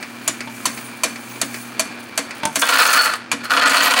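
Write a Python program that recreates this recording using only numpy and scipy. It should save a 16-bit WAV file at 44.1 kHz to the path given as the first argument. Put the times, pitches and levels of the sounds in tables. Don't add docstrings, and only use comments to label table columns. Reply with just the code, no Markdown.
import sys
import numpy as np
from scipy import signal
from scipy.fft import rfft, irfft
from scipy.io import wavfile
from scipy.ndimage import uniform_filter1d, minimum_filter1d

SR = 44100
rng = np.random.default_rng(int(sys.argv[2]) if len(sys.argv) > 2 else 0)


def transcribe(signal):
    frames = np.atleast_2d(signal).T
    limited = np.clip(frames, -1, 1)
    pcm = np.round(limited * 32767).astype(np.int16)
    wavfile.write(sys.argv[1], SR, pcm)


N = 176400
T = np.arange(N) / SR

# freq_hz, level_db, waver_db
HUM_LINES = [(121.4, -53, 2.5), (238.5, -43, 2), (275.3, -50.5, 2), (324.4, -56.5, 3.5), (351, -56, 3)]
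# time_s, gain_db
HUM_ENVELOPE = [(0, -5), (.3, 3.5), (.8, 2.5), (1.1, -0.5), (1.6, 4.5), (2.0, -0.5), (2.4, -2.5),
                (3.0, -19), (3.35, 4.5), (4, -21)]
# freq_hz, gain_db
GEAR_SPECTRUM = [(25, -52), (60, -21), (95, -4), (160, -5.5), (220, 7.5), (420, -0.5), (800, 1), (1250, 1),
                 (1600, 2.5), (2050, -3), (2400, -3), (3100, -6.5), (3800, -9), (4500, -7), (5500, -16),
                 (9000, -25.5), (16000, -66)]
GEARS_DB, MESH_HZ, MESH_DEPTH = -37, 38.34, 0.069
WHINE_HZ, WHINE_T60_S, WHINE_DB = 2357, 0.027, -47

# time_s, level_db
SLIDE_ENVELOPE = [(0, -7), (.48, -8), (.56, 1), (.82, 0.5), (.98, -8), (1.15, -3.5), (1.36, 1), (1.48, -3),
                  (1.55, 6), (1.72, -6.5), (1.9, -22), (2.1, -36), (2.4, -35), (4, -23)]
SLIDE_PER_S, SLIDE_DB = 2500, -35
# freq_hz, level_db, t60_s
COIN_RING = [(100, -55, .02), (1500, 9, 0.029), (3930, -4, 0.059), (6500, 10.5, 0.016), (8000, 8.5, 0.025),
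             (9200, 11, 0.053), (11800, 5, 0.025), (14100, 6, .02), (15500, 4, .04)]
# freq_hz, level_db, t60_s
COIN_RIM_MODES = [(4400, -33.5, 0.034), (6400, -45, .04), (9620, -37, 0.042), (9400, -31.5, .07),
                  (14600, -36, .05), (15600, -32, .06)]
RIM_SWELL_DB, COIN_HIGHPASS_HZ = 6.5, 178

# start_s, level_db
TICK_EVENTS = [(.0268, 0), (0.4057, 2.5), (.775, -3), (1.158, -3.5), (1.543, 0.5), (1.916, -11),
               (2.3077, -0.5), (3.437, -7)]
# freq_hz, level_db, t60_s
LIGHT_TICK_RING = [(60, -40, .1), (300, -7, 0.084), (1500, -1.5, 0.16), (2400, 6, 0.079),
                   (3480, -13.5, .08), (4500, -1.5, 0.066), (5300, -8.5, 0.097), (8800, -12.5, 0.023),
                   (16000, -43, .04)]
TICK_DB = 8

# start_s, level_db, rebound_lag_s, rebound_db, treble_db
SNAP_EVENTS = [(.2772, -2, .0085, -29, 5.5), (0.6554, 0.5, .009, -14, 2.5), (1.0350, 1.5, .0087, -17, 2.5),
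               (1.4146, -1.5, .006, -14, 3), (1.7951, -2.5, .008, -5.5, 4),
               (2.1765, 1.5, .013, -11.5, -1.5), (2.557, 1, .008, -8.5, 0), (2.935, -6.5, .009, -10, 3),
               (3.3158, 2.5, .012, -10, -6.5), (3.696, -7.5, .009, -7, 3)]
# freq_hz, level_db, t60_s
MECHANISM_RING = [(50, -53, .1), (151, -35, .1), (486, -5.5, 0.3), (700, -1.5, 0.17), (886, 0, 0.033),
                  (1050, 6, 0.11), (1980, 3, 0.17), (3400, 1, 0.088), (4330, -1, 0.1), (5200, -5.5, 0.15),
                  (6300, 4.5, 0.052), (10800, -0.5, 0.047), (13500, -16, 0.029), (16200, -20, .035)]
# freq_hz, level_db, t60_s
MECHANISM_MODES = [(650, -30, 0.17), (1022, -22.5, 0.033), (1654, -30, 0.13), (2400, -23.5, 0.05),
                   (4480, -17.5, 0.027), (7040, -22.5, 0.063)]
SNAP_DB, CRACK_DB, CRACK_T60_S, TREBLE_HZ = 13, -3, 0.004, 3630
# freq_hz, level_db, t60_s
CASE_BOOM_MODES = [(220, -36, 0.21), (278.7, -28, 0.26), (325, -38, 0.11), (358, -34.5, 0.11),
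                   (477, -27, 0.056)]
# freq_hz, level_db, t60_s
CASE_HOLLOW_RING = [(60, -40, .1), (200, -13, .12), (400, -9, 0.17), (620, 4, 0.078), (820, -19, .05),
                    (1100, -17, .05), (3000, -32, .04), (16000, -60, .03)]
BOOM_LAG_S, HOLLOW_DB = .017, 6.5

# start_s, thud_db, edge_db
KNOCK_EVENTS = [(0.4737, -6.5, -26), (2.433, 4.5, -8), (2.4532, 6, 12.5), (2.472, -5, -7)]
# freq_hz, level_db, t60_s
THUD_RING = [(40, -14, .2), (80, 5, 0.24), (252, 15, 0.18), (423, 1.5, 0.15), (900, 11, 0.17),
             (1600, 6.5, .1), (3200, 8.5, 0.049), (6000, -8, 0.1), (16000, -28, .03)]
# freq_hz, level_db, t60_s
THUD_MODES = [(605, -33, 0.18), (902, -21, 0.11), (990, -50, .06), (1530, -32, .1)]
# freq_hz, level_db, t60_s
SHARP_EDGE_RING = [(80, -55, .03), (500, -20, .03), (3000, -29, 0.02), (6000, 2, 0.024), (9700, 2.5, 0.025),
                   (11900, -17, 0.024), (16000, -12, .02)]

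# start_s, pitch_hz, level_db, t60_s
PING_EVENTS = [(.80, 15600, -35, .3), (0.844, 9400, -38, 0.31), (1.29, 15450, -42, .3),
               (1.312, 6400, -33, .03), (2.6222, 3400, -7, 0.054), (2.6215, 1570, -8.5, .12),
               (2.794, 5200, -9, 0.048), (2.798, 4010, -10, 0.066), (2.821, 7800, -16, 0.029),
               (2.875, 6500, -13, 0.024), (2.934, 8550, -16, 0.041), (2.99, 4400, -8, 0.11),
               (3.675, 7860, -13, 0.041), (3.771, 4416, -4, 0.026), (3.826, 7000, -15, .06),
               (3.835, 14950, -28, 0.13), (3.846, 12560, -25, 0.22)]
PING_TOUCH_S, PING_LOSS_DB, PING_SPREAD = .004, 2, 0.0237

# time_s, coin_on_plastic_db, coin_on_coin_db
STIR_ENVELOPE = [(2.50, -57, -26), (2.59, -46, -2.5), (2.619, -30, 4), (2.634, -13, -17), (2.648, -5, 5.5),
                 (2.67, 1.5, -1.5), (2.78, 4.5, 2), (2.93, -0.5, 0.5), (3.06, -1.5, -0.5),
                 (3.115, -13.5, -21), (3.155, -6.5, -10.5), (3.19, -44, -43), (3.25, -48, -60),
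                 (3.42, -24, -47), (3.445, -14.5, -12), (3.488, -24, -47), (3.51, -4, -4.5),
                 (3.562, -23, -7.5), (3.575, 1, -20), (3.605, -4, -40), (3.675, 2, -8.5), (3.86, 6.5, -1.5),
                 (3.893, 1.5, -16), (3.915, 3, -3), (3.955, -0.5, -11), (3.98, 6.5, -6), (4.0, 11, 12)]
HITS_PER_S, HITS_DB, HITS_SPREAD_DB, SURGE_DB = 340, -5, 2, 2
CHINKS_PER_S, CHINKS_DB, CHINKS_SPREAD_DB = 600, -14, 5.5
# start_s, plastic_db, edge_db
CLACK_EVENTS = [(2.596, -29, 8), (2.6205, 12, 14), (2.691, 10, 15), (2.794, -5, -1), (2.814, -2.5, -8),
                (2.854, -14, 5), (2.964, -7.5, -15), (2.983, 7.5, -14), (3.034, -5, 2), (3.059, 7, 11),
                (3.137, -5.5, 2), (3.5065, 4, -5), (3.518, 3, -14), (3.537, 9.5, 1), (3.567, 8.5, 0),
                (3.573, 6.5, -2), (3.633, 5, 5), (3.638, 16, -3), (3.659, -1, 5), (3.743, -4, 3),
                (3.771, 1, 11), (3.86, 10, 16), (3.908, -2, 9.5), (3.938, 3.5, 8), (3.976, 3, 5)]
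CLACK_DB, HOPPER_DB = 2.5, 13
# freq_hz, level_db, t60_s
HOPPER_WALL_RING = [(50.4, -49, 0.11), (141, -50, 0.061), (236, -10.5, 0.26), (420, -24, 0.029),
                    (506, -2, 0.085), (730, -4.5, 0.079), (980, 4.5, 0.04), (1400, 1.5, 0.1),
                    (2090, -2.5, 0.012), (2540, 3.5, 0.036), (3550, -5, 0.034), (4400, -1.5, 0.015),
                    (5200, -11, 0.022), (9100, -19.5, 0.017), (16000, -54, .02)]
# freq_hz, level_db, t60_s
HOPPER_WALL_MODES = [(1267, -30, 0.056), (1316, -24, 0.028), (1384, -27, .05), (1446, -26, 0.062),
                     (1520, -31, .05), (1723, -29, 0.046), (4270, -30, 0.038), (4345, -32, 0.024)]
# time_s, gain_db
HOPPER_DRIVE = [(2.6, -5), (2.72, -0.5), (2.9, 4.5), (3.0, 7.5), (3.15, 0), (3.5, 8), (3.72, -0.5),
                (3.82, -1), (4, -12)]
# freq_hz, level_db, t60_s
CASE_DRONE_MODES = [(275.5, -33.5, 0.17), (523, -37, 0.11), (664, -32, 0.12), (717.5, -31, 0.14),
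                    (1032, -27.5, 0.075), (1906, -24.5, 0.065), (3110, -27, 0.06)]
# time_s, gain_db
DRONE_DRIVE = [(2.6, -11), (3.1, -15.5), (3.5, -6), (3.6, -3), (3.8, -6), (3.95, -3)]

# freq_hz, level_db, t60_s
ROOM_TAIL = [(80, -69, 0.4), (294, -13, 0.13), (676, -11, 0.22), (2000, -11.5, 0.43), (7000, -11.5, 0.32),
             (10800, -10, 0.29), (16100, -20, 0.27)]
# freq_hz, gain_db
SIDE_SPECTRUM = [(25, -16), (60, -20), (300, -18), (700, -22), (1300, -26), (5000, -22), (16000, -24)]
# freq_hz, gain_db
LEAN_SPECTRUM = [(60, -21), (300, -27), (700, -30), (1400, -42), (3000, -55)]
# freq_hz, gain_db
AIR, AIR_DB = [(25, 2), (120, 6), (300, 19), (1000, 23), (4000, -45), (16000, -52)], -59.5
RING_RISE_S = .0003
LIMIT, RELEASE_DB_PER_S, CUTOFF_HZ = 0.71, 902, 15900


def from_db(db):
    return 10 ** (np.asarray(db) / 20)


def unit_rms(x):
    return x / np.sqrt(np.mean(x ** 2) + 1e-20)


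def in_time(rows, column=1):
    rows = np.array(rows)
    return np.interp(T, rows[:, 0], rows[:, column])


def at_hz(rows, hz, column=1):
    rows = np.array(rows)
    return np.interp(np.log(hz + 1e-9), np.log(rows[:, 0]), rows[:, column])


def coloured(x, spectrum):
    return irfft(rfft(x) * from_db(at_hz(spectrum, np.fft.rfftfreq(N, 1 / SR))), N)


def highpass(x, hz):
    return signal.sosfilt(signal.butter(4, hz, "high", fs=SR, output="sos"), x)


def drift(rate_hz):
    rolloff = 1 + (np.fft.rfftfreq(N, 1 / SR) / rate_hz) ** 2
    return unit_rms(irfft(rfft(rng.standard_normal(N)) / rolloff, N))


def clicks(start_s, db):
    out = np.zeros(N)
    np.add.at(out, np.clip((np.asarray(start_s) * SR).astype(int), 0, N - 1), from_db(db))
    return out


def shower(per_s, spread_db):
    sizes = from_db(spread_db * np.clip(rng.standard_normal(N), -2, 2)) * rng.choice([-1, 1], N)
    return sizes * (rng.random(N) < per_s / SR)


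def dense_ring(table):
    size = 16384
    edges_hz = 30 * 2 ** (np.arange(56) / 6)
    t, bins_hz = T[:size], np.fft.rfftfreq(size, 1 / SR)
    white, out = rfft(rng.standard_normal(size)), 0
    for low, high in zip(edges_hz, edges_hz[1:]):
        hz = np.sqrt(low * high)
        decay = np.exp(-np.log(1000) * t / at_hz(table, hz, column=2))
        band = irfft(white * ((bins_hz >= low) & (bins_hz < high))) * decay
        out += unit_rms(band) * from_db(at_hz(table, hz)) * np.sqrt(2 * (high - low) / SR / size)
    return out * (1 - np.exp(-t / RING_RISE_S))


def strike(force, table, spots=1):
    spot = rng.integers(0, spots, N)
    return sum(signal.fftconvolve(force * (spot == k), dense_ring(table))[:N] for k in range(spots))


def resonate(force, modes, vary_db):
    out = 0
    for hz, db, t60_s in modes:
        radius, angle = np.exp(-np.log(1000) / (t60_s * SR)), 2 * np.pi * hz / SR
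        drive = force * from_db(db + vary_db * np.clip(rng.standard_normal(N), -2, 2))
        out += signal.lfilter([.5, 0, -.5], [1, -2 * radius * np.cos(angle), radius ** 2], drive + 1e-18)
    return out


def motor():
    hum = 0
    for hz, db, waver_db in HUM_LINES:
        amplitude = np.sqrt(2) * from_db(db + waver_db * drift(4.7))
        hum += amplitude * np.sin(2 * np.pi * hz * T + 0.65 * drift(1.3))
    mesh = 1 + MESH_DEPTH * np.sin(2 * np.pi * MESH_HZ * T + drift(2))
    grit = rng.standard_normal(N) + 0.92 * unit_rms(shower(per_s=900, spread_db=3.5))
    teeth = mesh * grit * from_db(drift(3.4))
    gears = from_db(GEARS_DB) * unit_rms(coloured(teeth, GEAR_SPECTRUM))
    whine = unit_rms(resonate(teeth, [(WHINE_HZ, 0, WHINE_T60_S)], vary_db=0))
    whine *= from_db(WHINE_DB + 2.5 * drift(3))
    return hum * from_db(in_time(HUM_ENVELOPE)) + gears + whine


def slide_contacts():
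    return shower(SLIDE_PER_S, spread_db=1.5) * from_db(SLIDE_DB + in_time(SLIDE_ENVELOPE))


def coin_metal(force):
    body = strike(force, COIN_RING, spots=6)
    swell = from_db(RIM_SWELL_DB * np.clip(drift(6), -2, 1.5))
    return body + resonate(force * swell, COIN_RIM_MODES, vary_db=4.5)


def ticks():
    return from_db(TICK_DB) * strike(clicks(*np.transpose(TICK_EVENTS)), LIGHT_TICK_RING, spots=2)


def snaps():
    start_s, db, lag_s, rebound_db, _ = np.transpose(SNAP_EVENTS)
    impact = clicks(start_s, db)
    force = impact + clicks(start_s + lag_s, db + rebound_db)
    crack_ring = [(hz, level_db, CRACK_T60_S) for hz, level_db, _ in MECHANISM_RING]
    crack = from_db(CRACK_DB) * highpass(strike(impact, crack_ring, spots=3), hz=2580)
    snap = crack + from_db(SNAP_DB) * strike(force, MECHANISM_RING, spots=4)
    snap += resonate(force, MECHANISM_MODES, vary_db=7.5)
    dull = signal.sosfilt(signal.butter(1, TREBLE_HZ, fs=SR, output="sos"), snap)
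    treble = (snap - dull) * from_db(in_time(SNAP_EVENTS, column=4))
    return highpass(dull + treble, hz=463)


def case_booms():
    start_s, db = np.transpose(SNAP_EVENTS)[:2]
    force = clicks(start_s + BOOM_LAG_S, db)
    boom = resonate(force, CASE_BOOM_MODES, vary_db=2)
    return boom + from_db(HOLLOW_DB) * strike(force, CASE_HOLLOW_RING, spots=3)


def knocks():
    start_s, thud_db, edge_db = np.transpose(KNOCK_EVENTS)
    force = clicks(start_s, thud_db)
    thud = resonate(force, THUD_MODES, vary_db=0) + strike(force, THUD_RING)
    return thud + strike(clicks(start_s, edge_db), SHARP_EDGE_RING)


def pings():
    out, t = np.zeros(N + SR), T[:SR // 3]
    for start_s, hz, db, t60_s in PING_EVENTS:
        spread = PING_SPREAD if t60_s < .1 else 0
        decay = np.exp(-np.log(1000) * t / t60_s)
        for touch in range(3):
            start = int((start_s + touch * PING_TOUCH_S * rng.uniform(.7, 1.3)) * SR)
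            pitches_hz = hz * (1 + spread * rng.standard_normal((5, 1)))
            tone = np.sin(2 * np.pi * pitches_hz * t).mean(axis=0)
            out[start:start + len(t)] += from_db(db - touch * PING_LOSS_DB) * tone * decay
    return out[:N]


def stir_contacts():
    surge_db = SURGE_DB * drift(31)
    hits = shower(HITS_PER_S, HITS_SPREAD_DB) * from_db(HITS_DB + in_time(STIR_ENVELOPE) + surge_db)
    chink_db = CHINKS_DB + in_time(STIR_ENVELOPE, column=2) + surge_db
    return hits, shower(CHINKS_PER_S, CHINKS_SPREAD_DB) * from_db(chink_db)


def hopper(hits):
    wall = from_db(HOPPER_DB) * strike(hits, HOPPER_WALL_RING, spots=5)
    wall += resonate(hits * from_db(in_time(HOPPER_DRIVE)), HOPPER_WALL_MODES, vary_db=6)
    return wall + resonate(hits * from_db(in_time(DRONE_DRIVE)), CASE_DRONE_MODES, vary_db=1.5)


def coins():
    clack_s, clack_db, edge_db = np.transpose(CLACK_EVENTS)
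    hits, chinks = stir_contacts()
    sliding = slide_contacts()
    plastic = hopper(hits + clicks(clack_s, clack_db + CLACK_DB))
    metal = coin_metal(chinks + sliding) + pings()
    edges = strike(clicks(clack_s, edge_db), SHARP_EDGE_RING, spots=4)
    return highpass(plastic + metal + edges, COIN_HIGHPASS_HZ)


def scene():
    direct = snaps() + case_booms() + ticks() + knocks() + coins()
    mid = direct + strike(direct, ROOM_TAIL) + motor()
    scattered = strike(mid, [(100, 0, .15), (2000, 0, .04), (10000, 0, .02)])
    air = from_db(AIR_DB) * unit_rms(coloured(rng.standard_normal(N), AIR))
    side = coloured(scattered, SIDE_SPECTRUM) - coloured(mid, LEAN_SPECTRUM) + air
    return np.array([mid + side, mid - side])


def record(dry):
    over_db = np.maximum(20 * np.log10(np.abs(dry).max(axis=0) / LIMIT + 1e-9), 0)
    held_db = np.maximum.accumulate(over_db + RELEASE_DB_PER_S * T) - RELEASE_DB_PER_S * T
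    gain_db = uniform_filter1d(minimum_filter1d(-held_db, size=31), size=31)
    lowpass = signal.ellip(12, .1, 80, CUTOFF_HZ, fs=SR, output="sos")
    return signal.sosfilt(lowpass, dry * from_db(gain_db))


dry = scene()
out = record(dry)
transcribe(out)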